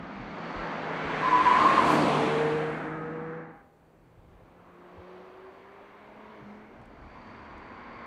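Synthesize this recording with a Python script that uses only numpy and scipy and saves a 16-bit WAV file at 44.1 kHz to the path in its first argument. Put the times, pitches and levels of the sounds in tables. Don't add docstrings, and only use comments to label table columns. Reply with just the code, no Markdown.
import sys
import numpy as np
from scipy import signal
from scipy.io import wavfile
from scipy.ndimage import uniform_filter1d

SR = 44100
rng = np.random.default_rng(int(sys.argv[2]) if len(sys.argv) > 2 else 0)


def unload_audio(sound):
    columns = np.transpose(np.atleast_2d(sound))
    steps = np.round(np.clip(columns, -1, 1) * 32767)
    wavfile.write(sys.argv[1], SR, steps.astype(np.int16))


N = 355446
TIME = np.arange(N) / SR
SECOND_SPOT_S = 3.555


def gain_of(db):
    return 10 ** (np.asarray(db) / 20)


def unit_rms(x):
    return x / np.sqrt(np.mean(x ** 2) + 1e-20)


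def bell(x, centre, width):
    return np.exp(-.5 * ((x - centre) / width) ** 2)


def eq_curve(points, hz):
    point_hz, value = np.transpose(points)
    return np.interp(np.log(hz + 1), np.log(point_hz + 1), value)


def automation(rows, t):
    times, *columns = np.transpose(rows)
    return [np.interp(t, times, column) for column in columns]


def add(mix, start_s, sound):
    part = mix[round(start_s * SR):][:len(sound)]
    part += sound[:len(part)]


def wander(rate_hz, size=N):
    return unit_rms(signal.lfilter(*signal.butter(2, rate_hz, fs=SR), rng.standard_normal(size)))


def shaped_noise(spectrum_db, size=1024):
    hop = size // 4
    frames, hz = N // hop + 5, np.fft.rfftfreq(size, 1 / SR)
    real, imag = rng.standard_normal((frames, len(hz), 2)).T
    spectra = (real + 1j * imag) * gain_of(spectrum_db(hz[:, None], np.arange(frames) * hop / SR))
    return np.sqrt(1.5) * signal.istft(spectra, nperseg=size, noverlap=size - hop)[1][:N]


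def unit_band(shape_db, hz, low_hz, high_hz):
    band = (hz >= low_hz) & (hz < high_hz)
    return shape_db - 10 * np.log10(np.sum(gain_of(2 * shape_db) * band, 0))


# time_s, level_db
WIND_LEVEL = [(0, -56.5), (.6, -66), (.95, -63), (1.2, -54.5), (1.45, -60.5), (1.7, -55), (2.05, -61),
              (2.4, -65.5), (2.7, -59), (3, -60.5), (3.5, -69), (4.08, -66), (4.22, -61), (4.44, -62),
              (4.52, -64.5), (4.75, -69.5), (5.2, -71), (6, -67.5), (6.7, -63), (7, -56), (7.2, -59),
              (7.4, -58.5), (8.06, -60)]
# freq_hz, gain_db
WIND_EQ = [(12, -32), (24, -6), (36, 1.5), (50, 4), (80, 2.5), (130, 3), (200, -30), (350, -100)]
# start_s, knock_db, knock_hz, push_db
WIND_BUMPS = [(0.182, -40, 129.5, -48), (0.546, -42.5, 89, -41), (1.032, -44, 74, -52.5),
              (4.163, -51.5, 102.6, -59.5), (4.3, -61.5, 84.7, -53), (4.405, -55.5, 100.8, -57.5),
              (4.966, -45, 89.6, -67.5), (6.408, -48.5, 138, -66.5), (6.786, -51.5, 135.6, -59.5),
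              (6.997, -52.5, 80.7, -49), (7.036, -49.5, 72.7, -52), (7.528, -52, 80.9, -53)]


def wind():
    def spectrum_db(hz, t):
        return unit_band(eq_curve(WIND_EQ, hz), hz, 25, 110) + automation(WIND_LEVEL, t)[0]
    out = shaped_noise(spectrum_db, size=4096) * gain_of(0.65 * wander(4.5))
    knock_s, push_s, push_hz = 0.0505, 0.1105, 41
    age = np.arange(round(push_s * SR)) / SR
    knock_shape = np.sin(np.pi * np.minimum(age / knock_s, 1))
    push = np.sin(np.pi * (age / push_s) ** 0.7) * np.sin(2 * np.pi * push_hz * age)
    for start_s, knock_db, knock_hz, push_db in WIND_BUMPS:
        knock = knock_shape * np.sin(2 * np.pi * knock_hz * age * (1 - 0.41 * age))
        add(out, start_s, gain_of(knock_db) * knock + gain_of(push_db) * push)
    return out


# start_s, prefilter_level_db
DRY_TICKS = [(6.8152, -65), (6.8553, -62), (7.5787, -63)]


def dry_ticks():
    out, age = np.zeros(N), np.arange(600) / SR
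    for start_s, level_db in DRY_TICKS:
        add(out, start_s, gain_of(level_db - 60 * age / 0.034) * rng.standard_normal(len(age)))
    return signal.lfilter(*signal.butter(2, [3500, 9000], "band", fs=SR), out)


# freq_hz, gain_db
ROAD_EQ = [(60, -36), (115, -13.5), (160, -6), (205, 0.5), (260, 1), (420, -1.5), (640, -1), (800, 0),
           (1300, 1), (2200, 1.5), (2700, 0), (4400, -2.5), (5100, -6.5), (8500, 1)]
# freq_hz, gain_db
HUSH_EQ = [(240, 14.5), (400, 17), (680, 12.5), (1650, -0.64), (3300, -11), (6000, -14.5), (11000, -27),
           (15500, -25)]
# time_s, gain_db
HUSH_AIR = [(3.5, 5), (6, 4), (6.5, 2.5), (8.06, -9)]


def hillside_hush_db(hz, t):
    level_db, fade_s = -75, .15
    colour = unit_band(eq_curve(ROAD_EQ, hz) + eq_curve(HUSH_EQ, hz), hz, 1292, 2078)
    air = automation(HUSH_AIR, t)[0] * np.clip(hz / 6000 - 1, 0, 1)
    return level_db + colour + air - 16 * np.clip((SECOND_SPOT_S - t) / fade_s, 0, 1)


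# time_s, level_db, bass_db, hiss_db, groove_amount
ROAR_RIDE = [(0, -52.5, 11, -11, 1), (.15, -50.5, 7.97, -11.5, 0.5), (.3, -50, 8.7, -11, 0.5),
             (.6, -42.5, 5, -14, 3), (.9, -41, 5.45, -13, -0.5), (1.35, -34.5, 0.93, -11, 2.5),
             (1.55, -31, 2.3, -12, 3.5), (1.65, -33, 7.12, -8.5, 8.5), (1.8, -32, 5.5, -10, 4),
             (1.95, -34, 9.97, -8, 4), (2.1, -37, 13.2, -4.5, 5.5), (2.25, -37.5, 12.5, -5.5, 1.5),
             (2.55, -39, 5.4, -13.5, -1), (2.85, -43, 4.7, -21, -2.5), (3, -47.5, 6.24, -23.5, -3),
             (3.35, -49.5, 3.34, -25.5, -1), (3.5, -57.5, 6.3, -24, 1), (3.62, -63.5, 2.95, -30.5, -0.5),
             (3.68, -79.5, 5, -19.5, 4), (3.9, -81.5, 6, -8, 1), (4.3, -75, 14.4, -6.5, 2.5),
             (4.7, -65.5, 10.96, -13.5, 4.5), (5.1, -62, 11.6, -7.5, 4), (5.5, -61.5, 9.15, -12, 4),
             (6.1, -61.5, 8, -10.5, 4), (6.3, -60.5, 7.9, -8, 7.5), (6.5, -59.5, 8.56, -14.5, 0.5),
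             (6.9, -62, 9, -13.5, 0), (7.3, -56.5, 5.6, -12.5, 4.5), (7.6, -55.5, 4.97, -14.5, 5),
             (8.06, -52.5, 5.97, -13.5, 1.5)]
ROAR_BANDS = [240, 400, 680, 1650, 3300, 6000, 11000, 15500]
# time_s, gain_db
ROAR_RUMBLE = [(0, 6), (1, -1.5), (1.6, -1), (2, 0.5), (2.3, -1), (2.6, -0.5), (3.2, 6), (3.8, -1),
               (4.4, -2.5), (5.6, -8), (6.2, -0.5), (7, 3.5), (7.5, 4.5), (8.06, -1.5)]
# time_s, gain_db
ROAR_FIZZ = [(0, -12), (.5, -9), (1, -13), (1.5, -11.5), (2, -11), (2.6, -12), (3, -9.5), (3.5, -11),
             (3.8, -10.5), (5, -11.5), (6.35, -13.5), (6.5, -5.5), (6.65, -11), (7.2, -10), (8.06, -15)]
# time_s, pitch_hz, upper_ring_db
GROOVE_RING = [(0, 1107, 3.5), (1.3, 1110, 1), (2, 1055, -0.5), (3.5, 1080, 2), (5, 1098, 0),
               (6.3, 1018, 5), (6.9, 1038, 3.5), (7.3, 1051, 4), (8.06, 1050, 5)]


def car_roar_db(hz, t):
    pass_s, opening_s, upper_ring_hz = 2.075, 1.92, 2182
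    level, bass, hiss, groove_amount = automation(ROAR_RIDE, t)
    rumble = bass + automation(ROAR_RUMBLE, t)[0]
    fizz = hiss + automation(ROAR_FIZZ, t)[0]
    slope_db_per_s = np.where(t < pass_s, 25, 22)
    top = -60 + np.maximum(30 - slope_db_per_s * abs(t - pass_s), 0)
    bands = [rumble, bass + 0.083 * (rumble - bass), bass, 0 * t, hiss, fizz, top, top + (top - fizz) / 2]
    tilt = sum(eq_curve(list(zip(ROAR_BANDS, weights)), hz) * band_db
               for weights, band_db in zip(np.eye(len(bands)), bands))
    colour = unit_band(eq_curve(ROAD_EQ, hz) + tilt, hz, 1292, 2117)
    groove_hz, upper_db = automation(GROOVE_RING, t)
    rings = 1.233 * groove_amount * bell(hz, groove_hz, 92) + upper_db * bell(hz, upper_ring_hz, 140)
    opening = bell(t, opening_s, .05)
    treble_cut = -10 * np.clip((hz - 10140) / 800, 0, 1) * (1 - opening)
    hiss_lift = 4 * np.clip(hz / 3000 - 1, 0, 1) * opening
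    return level + colour + rings + treble_cut + hiss_lift


def roar_over_hush():
    def spectrum_db(hz, t):
        power = gain_of(2 * car_roar_db(hz, t)) + gain_of(2 * hillside_hush_db(hz, t))
        mottle = rng.standard_normal((len(t), len(hz))).T
        mottle = uniform_filter1d(uniform_filter1d(mottle, size=9, axis=0), size=12, axis=1)
        return 10 * np.log10(power) + 0.76 * unit_rms(mottle)
    return shaped_noise(spectrum_db)


# time_s, level_db
BONNET_LEVEL = [(0, -74), (.49, -63), (.74, -61), (.8, -65), (1.1, -66.5), (1.55, -54), (1.86, -53.5),
                (2, -48), (2.33, -71), (2.51, -92), (3.52, -96), (4.8, -95), (5.12, -82.5), (5.5, -83.5),
                (5.93, -92.5), (6.33, -87.5), (6.69, -94.5), (6.9, -82), (7.05, -80), (7.12, -75),
                (7.32, -71.5), (7.52, -74.5), (7.62, -75), (7.77, -74), (7.9, -71), (8.06, -73.5)]
CYLINDER_ACCENTS = [2, -8.5, -6.5, -5, -9.5, -9.5]
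BONNET_PITCH = [4470, 4560]
BONNET_RING_WIDTH = [520, 380]
BONNET_HISS_WIDTH = [330, 200]


def bonnet_ticking():
    firing = np.floor(firing_count()).astype(int)
    accent = gain_of(np.array(CYLINDER_ACCENTS)[firing % 6] + 1.4 * wander(150))
    strikes = (np.diff(firing, prepend=0) > 0) * accent
    age, tick_gain, spots = np.arange(400) / SR, .75, []
    for pitch_hz, ring_width, hiss_width in zip(BONNET_PITCH, BONNET_RING_WIDTH, BONNET_HISS_WIDTH):
        ring = age * np.exp(-np.pi * ring_width * age) * np.sin(2 * np.pi * pitch_hz * age)
        ticks = unit_rms(signal.oaconvolve(strikes, ring)[:N])
        hiss = shaped_noise(lambda hz, t: unit_band(-4.3 * ((hz - pitch_hz) / hiss_width) ** 2, hz, 0, SR))
        spots.append(tick_gain * ticks + np.sqrt(1 - tick_gain ** 2) * hiss)
    return gain_of(automation(BONNET_LEVEL, TIME)[0]) * np.where(TIME < SECOND_SPOT_S, *spots)


# time_s, pitch_hz, level_db, upper_voice_db
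NEAR_BEND_MOAN = [(1.2, 1008, -44.5, -36), (1.25, 1015, -25, -36.5), (1.28, 1020, -23.5, -39.5),
                  (1.31, 1025, -24.5, -37), (1.35, 1000, -29, -29), (1.39, 1020, -21.5, -26.5),
                  (1.41, 1020, -24.5, -33.5), (1.44, 1029, -30.5, -37.5), (1.47, 995, -30, -37),
                  (1.51, 1003, -23.5, -26.5), (1.57, 1020, -25.5, -27.5), (1.6, 1060, -24.5, -31.5),
                  (1.63, 1075, -28, -24), (1.66, 1047, -27, -40), (1.73, 1080, -28, -32),
                  (1.78, 1065, -22.5, -31), (1.83, 1010, -37.5, -49.5), (1.86, 1030, -36.5, -40),
                  (1.9, 1001, -30.5, -26.5), (1.94, 960, -41.5, -36), (1.99, 966, -36, -53.5)]
# time_s, pitch_hz, level_db, upper_voice_db
FAR_BEND_MOAN = [(7.08, 1010, -72.5, -74.5), (7.18, 1006, -52, -63), (7.3, 1003, -62, -63),
                 (7.42, 990, -59.5, -61.5), (7.52, 982.7, -52, -57), (7.65, 982.6, -67, -63.5),
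                 (7.76, 996.6, -56.5, -60.5), (7.84, 973.4, -58.5, -51), (7.95, 973, -60, -52),
                 (8.06, 974.7, -54.5, -54.5)]
# start_s, peak_db, length_s
SLIP_SURGES = [(1.311, -13.5, 0.072), (1.377, -21.5, 0.0156), (1.399, -14, 0.0233), (1.454, -12, 0.0432),
               (1.507, -11.5, 0.0218), (1.531, -16, 0.0245), (1.55, -14.5, 0.033), (1.609, -21, 0.027),
               (1.645, -11, 0.0321), (1.688, -16, 0.0133), (1.717, -21.5, 0.022), (1.778, -5.5, 0.0051),
               (1.791, -10, 0.0086), (1.799, -22, 0.014), (1.887, -19, 0.024)]


def tyre_moan(rows):
    out, t = np.zeros(N), np.arange(rows[0][0], rows[-1][0] - 1 / SR, 1 / SR)
    pitch_hz, main_db, upper_db = automation(rows, t)
    surge = sum(gain_of(peak_db) * np.sin(np.pi * np.clip((t - start_s) / length_s, 0, 1)) ** 0.7
                for start_s, peak_db, length_s in SLIP_SURGES)
    fade_in = np.minimum((t - t[0]) / 0.014, 1)
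    smear_gain, smear_hz = 0.302, 110
    voices = (main_db, 1, 0.01856, 1.1, 0.776), (upper_db, 1.106, 0.014, 3.9, 0.11)
    for level_db, ratio, waver, flutter_db, surge_send in voices:
        phase = 2 * np.pi * np.cumsum(pitch_hz * ratio * (1 + waver * wander(46.2, len(t)))) / SR
        sustain = fade_in * gain_of(level_db + 2.9 * np.tanh(wander(36, len(t))))
        smear = wander(smear_hz, len(t)) * np.sin(phase) + wander(smear_hz, len(t)) * np.cos(phase)
        tone = np.hypot(np.sqrt(1 - smear_gain ** 2) * sustain, surge_send * surge) * np.sin(phase)
        flutter = gain_of(flutter_db * np.tanh(wander(60, len(t))))
        add(out, t[0], flutter * (tone + smear_gain * sustain * smear / np.sqrt(2)))
    return out


# time_s, firing_rate_hz
REV_CURVE = [(0, 173.9), (.5, 167.2), (.95, 159.5), (1.65, 150.8), (1.95, 152.4), (2.15, 148.4),
             (2.35, 151.6), (3.15, 159.4), (3.41, 163.3), (3.63, 159.2), (4.6, 174.3), (5, 179.6),
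             (5.45, 188.5), (5.9, 202.3), (6.27, 214.9), (6.36, 213.1), (6.44, 201.7), (6.53, 209.7),
             (6.62, 214), (7, 209), (7.25, 206), (7.5, 202.5), (8.06, 198)]


def firing_count():
    return np.cumsum(automation(REV_CURVE, TIME)[0]) / SR


# time_s, firing_tone_db, double_db, triple_db
EXHAUST_LEVELS = [(0, -44.5, -74, -71), (.2, -63, -68, -76), (.44, -47, -81.5, -59.5), (.55, -54, -75, -53),
                  (.7, -47.5, -66, -48), (1, -45, -52.5, -58.5), (1.2, -43, -63.5, -50),
                  (1.37, -46, -35.5, -40), (1.5, -50, -46, -52.5), (1.65, -60.5, -34.5, -40),
                  (1.78, -50, -46.5, -48.5), (1.96, -32.5, -27.5, -37.5), (2.08, -40, -29.5, -44),
                  (2.16, -36.5, -52.5, -36.5), (2.24, -42.5, -32.5, -35.5), (2.33, -37.5, -52.5, -32),
                  (2.42, -38, -43.5, -27.5), (2.55, -37, -41.5, -30.5), (2.7, -41.5, -44, -33.5),
                  (2.78, -42, -54, -56), (2.86, -45, -42, -41.5), (2.93, -42.5, -40, -45),
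                  (3, -42.5, -42.5, -43), (3.08, -45, -48, -37), (3.22, -44, -48.5, -41.5),
                  (3.32, -45, -51, -39.5), (3.4, -46, -51.5, -45), (3.51, -56.5, -57.5, -56),
                  (3.63, -70, -76, -88.5), (3.95, -65.5, -79, -76), (4.5, -66, -73, -68),
                  (4.63, -62.5, -65, -68.5), (4.9, -60.5, -58.5, -72.5), (5.05, -57, -53.5, -57),
                  (5.2, -59, -50, -78.5), (5.33, -68, -52.5, -82), (5.48, -73.5, -46.5, -74.5),
                  (5.53, -65, -60, -66.5), (5.62, -68, -59.5, -59.5), (5.9, -66.5, -59, -82),
                  (6.1, -62, -64, -59.5), (6.27, -54.5, -57.5, -63), (6.38, -60, -57, -58),
                  (6.49, -46.5, -62, -82.5), (6.6, -53, -58, -72), (6.72, -63, -70.5, -69),
                  (7.26, -66, -79.5, -67)]
EXHAUST_SHIMMER = [0, 1.5, 1]
# firing_multiple, edge_s, other_edge_s, peak_db
SIDE_ORDERS = [(1.167, 0.0186, 0.272, -44), (2.74, .8, 1.297, -43), (1.72, 0.898, 1.211, -45.5),
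               (.5, 1.2, 2.1, -49.5), (.5, 1.6, 2.92, -56.5), (1.5, 1.7, 2.1, -40.5),
               (8, 2.71, 3.35, -46.5), (10, 3.5, 3.3, -64), (5, 3.2, 3.4, -50), (1.5, 1.7, 3.6, -55),
               (1.5, 7.2, 7.25, -67), (2.668, 4.68, 5.55, -60), (1.5, 6.3, 6.5, -58.5),
               (1.833, 5.7, 7, -65.5), (1.05, 7.27, 7.4, -56.5), (1.02, 7.65, 7.4, -53.5),
               (1.2, 7.45, 10, -51), (2.5, 2.4, 2.15, -33.5), (5, 2.07, 2.13, -34), (5, 2.57, 3.8, -56.5),
               (7, 3.09, 3.48, -53)]


def engine():
    out, phase = np.zeros(N), 2 * np.pi * firing_count()
    for order, (level_db, shimmer_db) in enumerate(zip(automation(EXHAUST_LEVELS, TIME), EXHAUST_SHIMMER), 1):
        amplitude = np.sqrt(2) * gain_of(level_db + shimmer_db * wander(7.5))
        out += amplitude * np.sin(order * (phase + 0.17 * wander(7.3)))
    out *= np.clip((EXHAUST_LEVELS[-1][0] - TIME) / 0.1, 0, 1)
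    for order, edge_s, other_edge_s, peak_db in SIDE_ORDERS:
        swell = np.sin(np.pi * np.clip((TIME - edge_s) / (other_edge_s - edge_s), 0, 1)) ** 0.66
        amplitude = swell * gain_of(peak_db + 3.3 * wander(6.3))
        out += amplitude * np.sin(order * phase + (0.3 + 0.12 * order) * wander(10))
    return out


def scene():
    mix = engine() + roar_over_hush() + tyre_moan(NEAR_BEND_MOAN) + tyre_moan(FAR_BEND_MOAN)
    return (mix + bonnet_ticking() + wind() + dry_ticks())[None]


def record(dry):
    cutoff_hz = 15650
    return signal.oaconvolve(dry, signal.firwin(511, cutoff_hz, window=("kaiser", 9), fs=SR)[None], "same")


dry = scene()
out = record(dry)
unload_audio(out)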